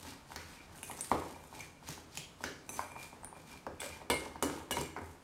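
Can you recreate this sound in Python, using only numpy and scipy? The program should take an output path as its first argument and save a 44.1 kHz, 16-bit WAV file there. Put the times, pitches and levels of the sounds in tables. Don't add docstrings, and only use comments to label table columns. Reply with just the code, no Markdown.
import sys
import numpy as np
from scipy import signal
from scipy.fft import rfft, irfft
from scipy.io import wavfile
from scipy.ndimage import uniform_filter1d

SR = 44100
rng = np.random.default_rng(int(sys.argv[2]) if len(sys.argv) > 2 else 0)


def output_pcm(signal):
    pcm = np.clip(np.atleast_2d(signal).T, -1, 1) * 32767
    wavfile.write(sys.argv[1], SR, np.round(pcm).astype(np.int16))


def volts(x):
    e = np.asarray(x, float) / 20
    return 10 ** e


N = 230991

# (frequency [Hz], density [dB/Hz])
HUM_SPECTRUM = [(12, -36), (22, -5.5), (65, -2), (206, 1.5), (281, -6), (729, -9.5), (913, -8), (1840, -18),
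                (2310, -20), (5070, -25), (9410, -27.5), (15700, -39), (16100, -70)]
HUM_DB = -60

# (start [s], hold [s], hiss [dB], rasp re hiss [dB], rumble re hiss [dB])
STROKES = [(.0, 0.028, -58, -4, 3), (0.055, 0.054, -57, 1.5, 11.5), (0.295, 0.24, -61, -0.5, 5.5),
           (0.575, 0.15, -73, 4, 17.5), (0.764, 0.055, -58, -10, 3), (0.88, 0.043, -54.5, -8, -10),
           (0.986, 0.16, -53.5, -4.5, 4.5), (1.196, 0.13, -61.5, -2, 16), (1.398, 0.078, -67.5, -11, -1),
           (1.542, 0.079, -56, -0.8, 3.5), (1.869, 0.068, -54, 1, 2), (2.15, 0.028, -56, -2, -4.5),
           (2.428, 0.033, -55.5, -1, 4), (2.703, 0.029, -55, -30, 8.5), (2.759, 0.069, -55, -3, 10),
           (3.003, 0.041, -53.5, -3, 7.5), (3.376, 0.017, -64.5, -2.5, -3), (3.49, 0.06, -60, -0.5, 13),
           (3.836, 0.018, -50, 0.5, 3), (3.932, 0.032, -63, -0.5, 15), (4.153, 0.094, -58, 2, 14.5),
           (4.514, 0.072, -59.5, -1.5, 19.5), (4.76, 0.034, -46, -2.5, 6.5), (5.006, 0.11, -65.5, -6, 16.5)]
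PRESS_DB_PER_S, LIFT_DB_PER_S = 420, 213
SETTLE_DB_PER_S = 131
# (frequency [Hz], density [dB/Hz])
HISS_SPECTRUM = [(2350, -125), (4000, -36), (6310, 4.5), (9120, 8.5), (10300, 2), (13100, 2.5), (15700, -9),
                 (16100, -45), (16500, -70)]
# (start [s], hold [s], level [dB])
HANDLE_SINGS = [(.07, 0.033, -62), (.38, 0.04, -73), (.58, 0.025, -67), (.87, 0.025, -66),
                (1.13, 0.11, -68), (1.32, 0.095, -67.5), (1.59, 0.015, -59), (1.86, 0.022, -73),
                (2.49, .01, -72), (2.72, 0.1, -56.5), (2.925, 0.01, -58), (3., 0.04, -56),
                (3.365, 0.03, -63), (3.5, 0.05, -59), (3.83, 0.095, -58), (4.04, .02, -81),
                (4.78, 0.12, -66), (5.06, 0.017, -74)]
HANDLE_HZ, HANDLE_WIDTH_HZ = 2378, 55

# (width [Hz], level [dB])
HOLLOW_HZ = [900, 1130, 1480]
HOLLOW_MODES = [(150, 15), (260, 9), (300, 9)]
# (width [Hz], level [dB])
COUNTER_HZ = [85, 150, 272, 320, 400, 510, 590]
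COUNTER_MODES = [(13.1, -17.5), (23.2, -5), (43.2, -5), (38.6, 0), (36.5, -1.5), (48.3, 0.5), (62.6, 1)]

# (width [octaves], level [dB], T60 [s])
BOOM_AT = [(.07, 265), (.34, 82), (.36, 1480), (1.115, 1150), (1.116, 444), (1.131, 84), (1.888, 145),
           (2.17, 150), (2.44, 1510), (2.44, 330), (2.97, 140), (3.669, 297), (3.69, 82), (3.83, 510),
           (4.1, 432), (4.1, 956), (4.14, 65), (4.425, 402), (4.426, 280), (4.77, 82), (4.776, 149),
           (4.963, 1200), (4.97, 320), (5., 82)]
BOOMS = [(0.23, -53.5, 0.54), (0.24, -52.5, 0.55), (1.2, -52, 1), (0.17, -31, 0.07), (1.7, -37.5, 0.63),
         (0.2, -45, 0.38), (0.47, -44, 0.19), (0.36, -48.5, 0.27), (0.87, -46, 0.51), (1.47, -46, 0.57),
         (0.37, -44, 0.17), (1.5, -45, 0.22), (0.37, -56, 0.37), (.46, -43, 0.16), (0.84, -33.5, 0.34),
         (0.4, -35, 0.19), (0.4, -52, 0.88), (0.71, -35.5, 0.58), (0.22, -39.5, 0.43), (0.31, -52, 0.53),
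         (0.47, -44, 0.38), (0.68, -43.5, 0.23), (0.91, -49.5, 0.83), (0.42, -51.5, 0.53)]
# (time [s], centre [Hz], width [octaves], level [dB], T60 [s])
WALL_SHIMMER = [(0.359, 5400, 0.66, -62, 0.22), (.831, 8750, 1.1, -52, 0.25),
                (0.83, 2630, 0.26, -54.5, 0.16), (1.008, 8700, 0.074, -38.5, 0.2),
                (2.173, 4900, 1.6, -49.5, 0.35), (2.181, 3000, 0.78, -54.5, 0.64),
                (2.438, 5000, 0.98, -52.5, 0.67), (2.692, 9300, 0.56, -54, 1),
                (2.7, 6090, 0.038, -56, 0.72), (3.247, 9220, 0.095, -53, 0.35),
                (3.803, 7440, 1.5, -49, 0.37), (4.099, 8760, 0.31, -41, 0.42), (4.1, 2980, 1.6, -37, 0.29),
                (4.424, 7000, 1.4, -41.5, 0.32), (4.709, 8200, 0.61, -40, 0.24),
                (4.797, 4770, 0.15, -48, 0.13), (4.809, 7900, 0.69, -41, 0.04)]
# (time [s], level [dB])
EDGE_SIZZLE = [
    (2.692, -54),
    (4.1, -41),
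    (4.426, -47),
    (4.71, -40.5),
]
SIZZLE_HZ, SIZZLE_OCTAVES, SIZZLE_T60_S = 12500, 0.35, 0.094
BANDED_DB, BANDED_T60_S = -7.5, 0.098

# (time [s], knock peak [dB], clack re knock [dB], tick re knock [dB], tick centre [Hz])
STRIKES = [(0.288, -59, -24, 0, 5290), (.36, -35.5, 0.5, -3, 5160), (0.485, -63, -8, 5, 5600),
           (.785, -52, 5, -8, 8700), (.83, -41, 4, 1, 9100), (.912, -35.5, -1, -8, 8860),
           (.988, -38.5, -20, -18, 5800), (1.009, -53, 6, 20, 8900), (1.607, -45, 3.5, 0, 6740),
           (1.888, -34.5, -8, -6, 6200), (2.173, -41, -2, 5.5, 6400), (2.439, -29.5, -0.5, -8.5, 5750),
           (2.692, -37, -6, -4.5, 8900), (2.918, -42.5, -6, -13, 8650), (3.246, -41.5, -3.5, -10, 9250),
           (3.803, -42.5, -2, -0.5, 8900), (3.817, -36.5, 3.5, -9, 8550), (3.86, -37.5, -11, -10, 8450),
           (4.1, -20.5, -6, -12.5, 8530), (4.143, -39, -39, -2, 9740), (4.4254, -19.5, -7.5, -11.5, 8360),
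           (4.499, -29.5, -5.5, -30, 8900), (4.709, -24, -6, -19, 6000), (4.813, -30, -16, -7.5, 7700)]
STRIKE_THUMP_DB = -8.5
# (time [s], knock peak [dB], thump re knock [dB],
# clack re knock [dB])
BUMPS = [(.305, -42, -15, -15), (0.318, -38.5, -17, -1.5), (0.75, -52, -18, 3.5), (0.898, -36, -17, -26),
         (1.116, -11.5, -14, -19), (1.314, -42.5, -15, -27), (1.362, -40.5, -20, -24),
         (1.438, -46, -26, -12), (1.527, -41, -50, -22), (1.562, -48, -2.5, -22), (1.826, -45, -9, -12),
         (1.977, -40.5, -8.5, -7), (2.406, -40.5, -7, -27), (2.737, -44, -6, -13), (2.7927, -24, -39, -8),
         (2.963, -33, -15, -12), (3.128, -42, -6.5, -14), (3.233, -40, -31, -10), (3.327, -38.5, -15, -24),
         (3.364, -43.5, -5.5, -7), (3.437, -49, -19, -21), (3.666, -28, -7.5, -9.5),
         (3.83, -39, -17.5, 0.5), (4.015, -39, -6, -10), (4.262, -35.5, -10, -22), (4.357, -37, -10, -7.5),
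         (4.739, -36, -9, -19), (4.769, -25.5, -6, -7.5), (4.964, -31, -14.5, -9), (4.987, -34, -13, -7.5),
         (1.154, -35, -8, -19), (1.221, -43, -15, -22), (1.54, -43, -11, -7), (1.59, -41.5, -23, -15),
            (2.901, -54, -17, -9), (3.273, -46, -17, -3.5), (4.116, -28.5, -7, -16), (4.318, -44, -17, -18),
            (4.438, -28, -25, -9), (4.784, -31, -8, -17), (4.971, -36.5, -9, -5), (5.015, -42, -14, -21)]
BUMP_TICK_DB, BUMP_TICK_HZ = -17, 5500
BUMP_CLACK_TOP_HZ, BUMP_RISE_S = 2300, 0.0016
TICK_AIR_DB = -4
COUNTER_ECHO_S, COUNTER_ECHO_DB = 0.001354, -10

# (hold [s], width [octaves], level [dB])
RUB_AT = [(2.13, 2400), (2.185, 3220), (2.2, 2500), (2.15, 4600), (2.45, 1700), (2.455, 1420), (2.46, 2980),
          (2.455, 4000), (2.805, 1570), (2.81, 590), (.835, 6400), (1.035, 4750), (.9, 900), (3.82, 2060),
          (3.805, 7950), (3.85, 900), (4.103, 480), (4.22, 450), (4.43, 5200), (4.72, 4050), (4.78, 5000),
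          (2.77, 4680), (4.43, 1650), (1.62, 2000), (1.15, 82), (1.12, 3300), (.84, 2450), (2.12, 4500),
          (4.77, 390), (3.85, 540), (4.11, 4200), (.4, 2200), (.535, 2450)]
RUBS = [(0.044, 0.11, -71), (.06, 0.096, -58), (.04, 0.18, -61), (0.096, .2, -64), (0.055, 0.23, -57),
        (.03, 0.25, -56), (0.063, .15, -59), (0.015, .1, -55), (0.018, .08, -56), (0.057, 0.2, -57.5),
        (0.037, .15, -62), (0.026, 0.054, -61), (.01, 0.43, -50.5), (.12, 0.045, -61), (.08, .06, -59),
        (0.016, 0.24, -61), (0.0092, 0.24, -33.5), (0.012, 0.37, -46), (0.12, 0.64, -60.5),
        (0.09, .05, -60), (.03, 0.12, -68), (0.032, 0.053, -62), (0.061, 0.13, -54), (0.015, 0.37, -58),
        (0.059, 0.22, -50.5), (0.034, .7, -55), (0.092, 0.055, -60.5), (0.057, 0.79, -63),
        (0.067, 0.32, -47), (0.044, 0.29, -54.5), (0.056, 0.5, -53.5), (0.036, .3, -62), (0.057, .2, -64)]
RUB_RISE_DB_PER_S, RUB_FALL_DB_PER_S = 4000, 330

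# (time [s]), then (level [dB])
SNAP_AT = [.762, .783, .913, .977, 1.1158, 2.406, 3.755, 3.835, 4.742, 4.813, 4.987]
SNAPS = [-54, -54, -44, -52, -33, -54, -56, -47, -47, -40, -50]

# (time [s], level [dB], tilt [dB/octave], T60 factor [1])
CLINKS = [
    (2.175, -58, 4, 0.16),
    (4.1, -34.5, -1, 0.68),
    (4.425, -47.5, 4, 0.86),
    (4.711, -45.5, 8, 0.67),
    (4.771, -45, -2, 0.38),
]
# (level [dB], T60 [s])
RIM_HZ = [953, 1491, 1707, 2143, 2293, 2875, 2958, 3182, 3418, 3768, 3994, 4172, 4517, 4646, 5868, 8000,
          9744]
RIM_MODES = [(-24, 0.091), (-6.5, 0.31), (1, 0.072), (-8.5, 0.69), (-0.5, 0.34), (-5, 0.38), (-1, 0.26),
             (-29, .2), (-8, 0.13), (-39, 0.1), (-26, 0.35), (-47, 0.12), (-43, .2), (-17, 0.3), (-6, 0.1),
             (-18, 0.14), (-24, .1)]
# (level [dB], T60 [s])
CHIME_AT = [(.88, 9500), (.88, 11300), (.992, 6000), (2.692, 6126), (2.692, 3924), (2.75, 6126),
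            (3.802, 8100), (3.802, 3450), (4.445, 5950), (4.725, 2891), (4.72, 1685), (2.46, 1480),
            (4.101, 2143), (3.246, 9150), (3.252, 9600), (1.009, 8100), (1.009, 8950), (1.016, 9250),
            (.83, 9750), (4.102, 3483), (4.712, 3483), (4.712, 2137), (4.77, 953), (2.173, 3095),
            (2.18, 6900), (2.692, 9900), (3.23, 8300), (4.426, 4678), (4.102, 2880), (2.439, 1450),
            (2.439, 2000), (2.174, 2500), (2.174, 820), (2.692, 2550), (2.793, 1050), (4.357, 910),
            (2.44, 6200), (1.1152, 1500), (.913, 2950), (4.261, 960), (4.426, 1150)]
CHIMES = [(-64, .15), (-66, 0.11), (-43, 0.044), (-39, 0.082), (-48, 0.05), (-54, .2), (-40, .06),
          (-41.5, 0.055), (-36, 0.038), (-30, 0.044), (-36, 0.09), (-61, 0.081), (-38, 0.1),
          (-31.5, 0.0078), (-49, .04), (-24.5, 0.013), (-33, 0.012), (-44, 0.026), (-46, 0.018),
          (-33, 0.081), (-62, .09), (-58, .17), (-34, 0.14), (-36.5, 0.029), (-38.5, .03), (-46, 0.022),
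          (-53, 0.053), (-51, 0.13), (-39, 0.12), (-27, 0.012), (-50, 0.008), (-34.5, 0.016), (-47, 0.047),
          (-38.5, 0.02), (-30, 0.044), (-46, .04), (-35, 0.023), (-23.5, 0.0062), (-47, 0.038), (-40, .03),
          (-35, 0.026)]

# (hold [s], level [dB])
SING_AT = [(.878, 9500), (.885, 11300), (.838, 6400), (1.006, 6050), (2.748, 6140), (2.715, 6110),
           (2.8, 4650), (4.485, 5700), (4.145, 2880), (4.716, 2891), (4.74, 5900), (4.79, 2891),
           (4.825, 2891), (4.436, 5960), (4.432, 2912), (1.562, 870), (1.603, 2200), (2.8, 953),
           (4.74, 3500), (1.225, 1080)]
SINGS = [(.03, -56.5), (.025, -59), (.003, -52), (.008, -54), (0.033, -52), (0.018, -68), (.02, -70),
         (.008, -59), (0.047, -57), (.012, -57), (0.0093, -51), (0.0066, -53), (0.013, -57), (0.0098, -52),
         (0.018, -48), (0.021, -53.5), (0.0047, -54.5), (0.057, -57), (.008, -59), (0.015, -46.5)]
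SING_RISE_DB_PER_S, SING_FALL_DB_PER_S, SING_WAVER_DB = 1500, 900, 4.5

# (hold [s], level [dB])
HELD_AT = [(4.114, 2143), (4.2, 2143), (4.14, 2875), (4.245, 2875), (4.72, 2137), (4.80, 2150),
           (4.79, 3483), (2.752, 6150), (4.112, 1000), (4.354, 915), (4.259, 960), (2.958, 930)]
HELD = [(0.057, -37.5), (.035, -52), (0.065, -51.5), (.02, -69), (.04, -52), (.04, -65), (0.072, -62),
        (0.017, -47), (0.022, -40), (0.0043, -49), (.005, -46), (0.0073, -44)]
HELD_RISE_DB_PER_S, HELD_FALL_DB_PER_S = 2500, 700

# (frequency [Hz], T60 [s])
KITCHEN_T60 = [(100, 0.21), (260, 0.6), (700, 0.33), (1840, 0.65), (4850, 0.55), (12800, 0.34)]
# (delay [s], level [dB])
ECHOES = [
    (.0032, 3),
    (.0061, 3.5),
    (.0105, -6),
    (.0148, -12),
    (.021, -27),
    (.03, -25),
]
ROOM_DB = {"knock": -5, "thump": 1.5, "tick": -4, "ring": -11.5, "drag": -5.5}
# (frequency [Hz], width [Hz]), then (gain [dB])
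STANDING_AT = [(84, 18), (110, 30), (148, 24), (200, 45), (268, 40)]
STANDING_DB = [7, -8, 2.5, -7, 3]
EDGE_HZ = 16650


def evened(x):
    return x / np.sqrt(np.mean(x ** 2) + 1e-20)


def peaked(x):
    return x / (abs(x).max() + 1e-20)


def read(points, hz):
    f, value = np.transpose(points)
    return np.interp(np.log(hz + 1), np.log(f + 1), value)


def add(mix, s, sound):
    part = mix[round(s * SR):][:len(sound)]
    part += sound[:len(part)]


def band(x, lo_hz, hi_hz):
    sos = signal.butter(2, [lo_hz, min(hi_hz, SR / 2.2)], "band", fs=SR, output="sos")
    return signal.sosfilt(sos, x)


def octave_band(x, hz, octaves):
    half = 2 ** (octaves / 2)
    return band(x, hz / half, hz * half)


def colour(x, points):
    gain = volts(read(points, np.fft.rfftfreq(len(x), 1 / SR)))
    return evened(irfft(rfft(x) * gain, len(x)))


def softened(x, rise_s):
    t = np.arange(len(x)) / SR
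    return x * (1 - np.exp(-(t / rise_s) ** 2))


def swells(rows, rise_db_per_s, fall_db_per_s):
    t = np.arange(0, N + 64, 64) / SR
    level = np.zeros(len(t))
    for s, hold, db in rows:
        early = rise_db_per_s * np.maximum(s - t, 0)
        late = fall_db_per_s * np.maximum(t - s - hold, 0)
        level += volts(db - early - late)
    return np.interp(np.arange(N) / SR, t, level)


def ring(hz, t60, size=2000):
    t = np.arange(size) / SR
    return volts(-60 * t / max(t60, 0.001)) * np.sin(2 * np.pi * hz * t)


def body(centres, modes, spread):
    out = np.zeros(6000)
    for hz, (width_hz, db), shift in zip(centres, modes, spread):
        out += volts(db) * ring(hz * shift, 2.03 / width_hz, size=6000)
    return out


def hum():
    swell_db = evened(uniform_filter1d(rng.standard_normal(N), 5000))
    return volts(HUM_DB + 2.0 + swell_db) * colour(rng.standard_normal(N), HUM_SPECTRUM)


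def drag():
    s, hold, db, rasp_db, rumble_db = np.transpose(STROKES)
    judder = volts(3 * evened(uniform_filter1d(rng.standard_normal(N), 250)))
    grit = judder * rng.standard_normal(N) * (rng.random(N) < 5000 / SR)
    lumps = rng.standard_normal(N) * (rng.random(N) < 500 / SR)
    lumps *= volts(1.5 * np.minimum(rng.exponential(1, N), 3))

    hiss_gain = volts(-2.0) * swells(zip(s, hold, db), PRESS_DB_PER_S, LIFT_DB_PER_S)
    hiss = hiss_gain * colour(grit, HISS_SPECTRUM)

    rasp_gain = swells(zip(s, hold, db + rasp_db), PRESS_DB_PER_S, LIFT_DB_PER_S)
    rasp = rasp_gain * evened(band(grit, 1050, 6020))

    hollow = body(HOLLOW_HZ, HOLLOW_MODES, np.ones(3))
    hollow = hollow + volts(-2.5) * body(COUNTER_HZ, COUNTER_MODES, np.ones(7))
    rumble_gain = swells(zip(s, hold, db + rumble_db - 11.5), PRESS_DB_PER_S, SETTLE_DB_PER_S)
    rumble = rumble_gain * evened(signal.oaconvolve(lumps, hollow)[:N])

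    mode = ring(HANDLE_HZ, 2.2 / HANDLE_WIDTH_HZ, size=5000)
    drive = (grit * judder ** 2)[::-1]
    handle = evened(signal.oaconvolve(drive, mode)[:N])
    handle = volts(0.5) * swells(HANDLE_SINGS, 370, 320) * handle
    return hiss + rasp + rumble + handle


def shimmers():
    out, t = np.zeros(N), np.arange(20000) / SR
    rim = sum(ring(hz, BANDED_T60_S, size=4000) for hz in RIM_HZ)
    booms = [(*at, *row) for at, row in zip(BOOM_AT, BOOMS)]
    sizzle = [(s, SIZZLE_HZ, SIZZLE_OCTAVES, db, SIZZLE_T60_S) for s, db in EDGE_SIZZLE]
    for s, hz, octaves, db, t60 in WALL_SHIMMER + booms + sizzle:
        white = rng.standard_normal(len(t) + len(rim))
        banded = evened(signal.fftconvolve(white, rim, "valid")[:len(t)])
        noise = octave_band(white[:len(t)] + volts(BANDED_DB) * banded, hz, octaves)
        add(out, s, softened(volts(db - 60 * t / t60) * evened(noise), 0.00034))
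    return out


def contacts():
    knocks, thumps, ticks = out = np.zeros((3, N))
    t = np.arange(1500) / SR
    touches = [(s, db, STRIKE_THUMP_DB, *rest, 3370, 0.00064) for s, db, *rest in STRIKES]
    for row in BUMPS:
        touches.append((*row, row[-1] + BUMP_TICK_DB, BUMP_TICK_HZ, BUMP_CLACK_TOP_HZ, BUMP_RISE_S))
    for s, db, thump_db, clack_db, tick_db, hz, top_hz, rise_s in touches:
        place = 1 + 0.04 * rng.uniform(-1, 1, 10)
        clack_noise, tick_noise = rng.standard_normal((2, len(t)))

        damping = volts(0.28 * (db + 64))
        hollow = [(width_hz * damping, mode_db) for width_hz, mode_db in HOLLOW_MODES]
        knock = softened(body(HOLLOW_HZ, hollow, place[:3]), rise_s)
        add(knocks, s, volts(db) * peaked(knock))

        thump = softened(body(COUNTER_HZ, COUNTER_MODES, place[3:]), 0.0014)
        add(thumps, s, volts(db + thump_db - 0.5) * peaked(thump))

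        clack = softened(clack_noise, 0.00056) * np.exp(-t / 0.00087)
        clack = band(band(clack, 1010, top_hz), 970, top_hz)
        add(ticks, s, volts(db + clack_db + 1.0) * peaked(clack))

        burst = softened(tick_noise, 0.0004) * np.exp(-t / 0.0008)
        centre = band(band(burst, hz / 1.3, hz * 1.3), hz / 1.3, hz * 1.3)
        tick = peaked(centre) + volts(TICK_AIR_DB) * peaked(band(burst, 5000, 14500))
        add(ticks, s, volts(db + tick_db + 9.0) * peaked(tick))
    late = round(COUNTER_ECHO_S * SR)
    ticks[late:] += volts(COUNTER_ECHO_DB) * ticks[:-late]
    return out


def rubs():
    out, grit = np.zeros(N), rng.standard_normal(N)
    for (s, hz), (hold, octaves, db) in zip(RUB_AT, RUBS):
        at = slice(round((s - 0.1) * SR), round((s + 0.5) * SR))
        note = evened(octave_band(grit[at], hz, octaves))
        out[at] += swells([(s, hold, db)], RUB_RISE_DB_PER_S, RUB_FALL_DB_PER_S)[at] * note
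    return out


def snaps():
    out = np.zeros(N)
    click = peaked(band(np.exp(-np.arange(200) / 1.2), 3200, 14000))
    for s, db in zip(SNAP_AT, SNAPS):
        add(out, s, volts(db) * click)
    return out


def rings():
    out = np.zeros(N)
    for s, db, tilt_db, damping in CLINKS:
        spots_db = rng.standard_normal(len(RIM_MODES))
        for hz, (mode_db, t60), spot_db in zip(RIM_HZ, RIM_MODES, spots_db):
            level_db = db + mode_db + spot_db + tilt_db * np.log2(hz / 2000)
            add(out, s, volts(level_db) * ring(hz, t60 * damping, size=16000))
    for (s, hz), (db, t60) in zip(CHIME_AT, CHIMES):
        add(out, s, volts(db) * ring(hz, t60, size=12000))
    return out


def singing():
    out, t = np.zeros(N), np.arange(-900, 6000) / SR
    for (s, hz), (hold, db) in zip(SING_AT, SINGS):
        waver = evened(uniform_filter1d(rng.standard_normal(len(t)), size=300))
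        rise_db = SING_RISE_DB_PER_S * np.minimum(t, 0)
        fall_db = SING_FALL_DB_PER_S * np.maximum(t - hold, 0)
        level_db = db + rise_db - fall_db + SING_WAVER_DB * waver
        add(out, s + t[0], volts(level_db) * np.sin(2 * np.pi * hz * t))
    return out


def held():
    out, t = np.zeros(N), np.arange(N) / SR
    for (s, hz), row in zip(HELD_AT, HELD):
        gain = swells([(s, *row)], HELD_RISE_DB_PER_S, HELD_FALL_DB_PER_S)
        out += gain * np.sin(2 * np.pi * hz * t)
    return out


def kitchen():
    taps = np.zeros(SR)
    at = np.arange(200, SR - 12, 12)
    taps[at + rng.integers(0, 12, len(at))] = rng.choice([-1., 1.], len(at))
    hz, t, z = signal.stft(taps, SR, nperseg=512)
    decay = volts(-60 * t / read(KITCHEN_T60, hz)[:, None])
    tail = signal.istft(z * decay, SR, nperseg=512)[1][:SR]
    tail = softened(tail, 0.002)
    tail = tail / np.linalg.norm(tail)
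    for k, (s, db) in enumerate(ECHOES):
        tail[round(s * SR)] += (-1) ** k * volts(db - 13.5)
    return tail


def standing(x):
    for (hz, width_hz), db in zip(STANDING_AT, STANDING_DB):
        x = x + (volts(db) - 1) * signal.lfilter(*signal.iirpeak(hz, hz / width_hz, SR), x)
    return x


def scene():
    scrape = drag()
    knocks, thumps, ticks = contacts()
    parts = {"knock": knocks, "thump": thumps, "tick": ticks + snaps(),
             "ring": rings() + singing() + held(), "drag": scrape}
    sent = sum(volts(ROOM_DB[name]) * part for name, part in parts.items())
    reverb = signal.fftconvolve(sent, kitchen())[:N]
    bowl = sum(parts.values()) + shimmers() + reverb
    thin = signal.sosfilt(signal.butter(2, 60, "high", fs=SR, output="sos"), bowl)
    return standing(thin + hum() + rubs())[None]


def band_limit(x):
    return signal.sosfilt(signal.butter(12, 16770, fs=SR, output="sos"), x)


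def record(dry):
    lowpass = signal.firwin(401, EDGE_HZ, window=("kaiser", 10), fs=SR)
    limited = signal.oaconvolve(dry, lowpass[None], "same")
    return band_limit(limited)


dry = scene()
out = record(dry)
output_pcm(out)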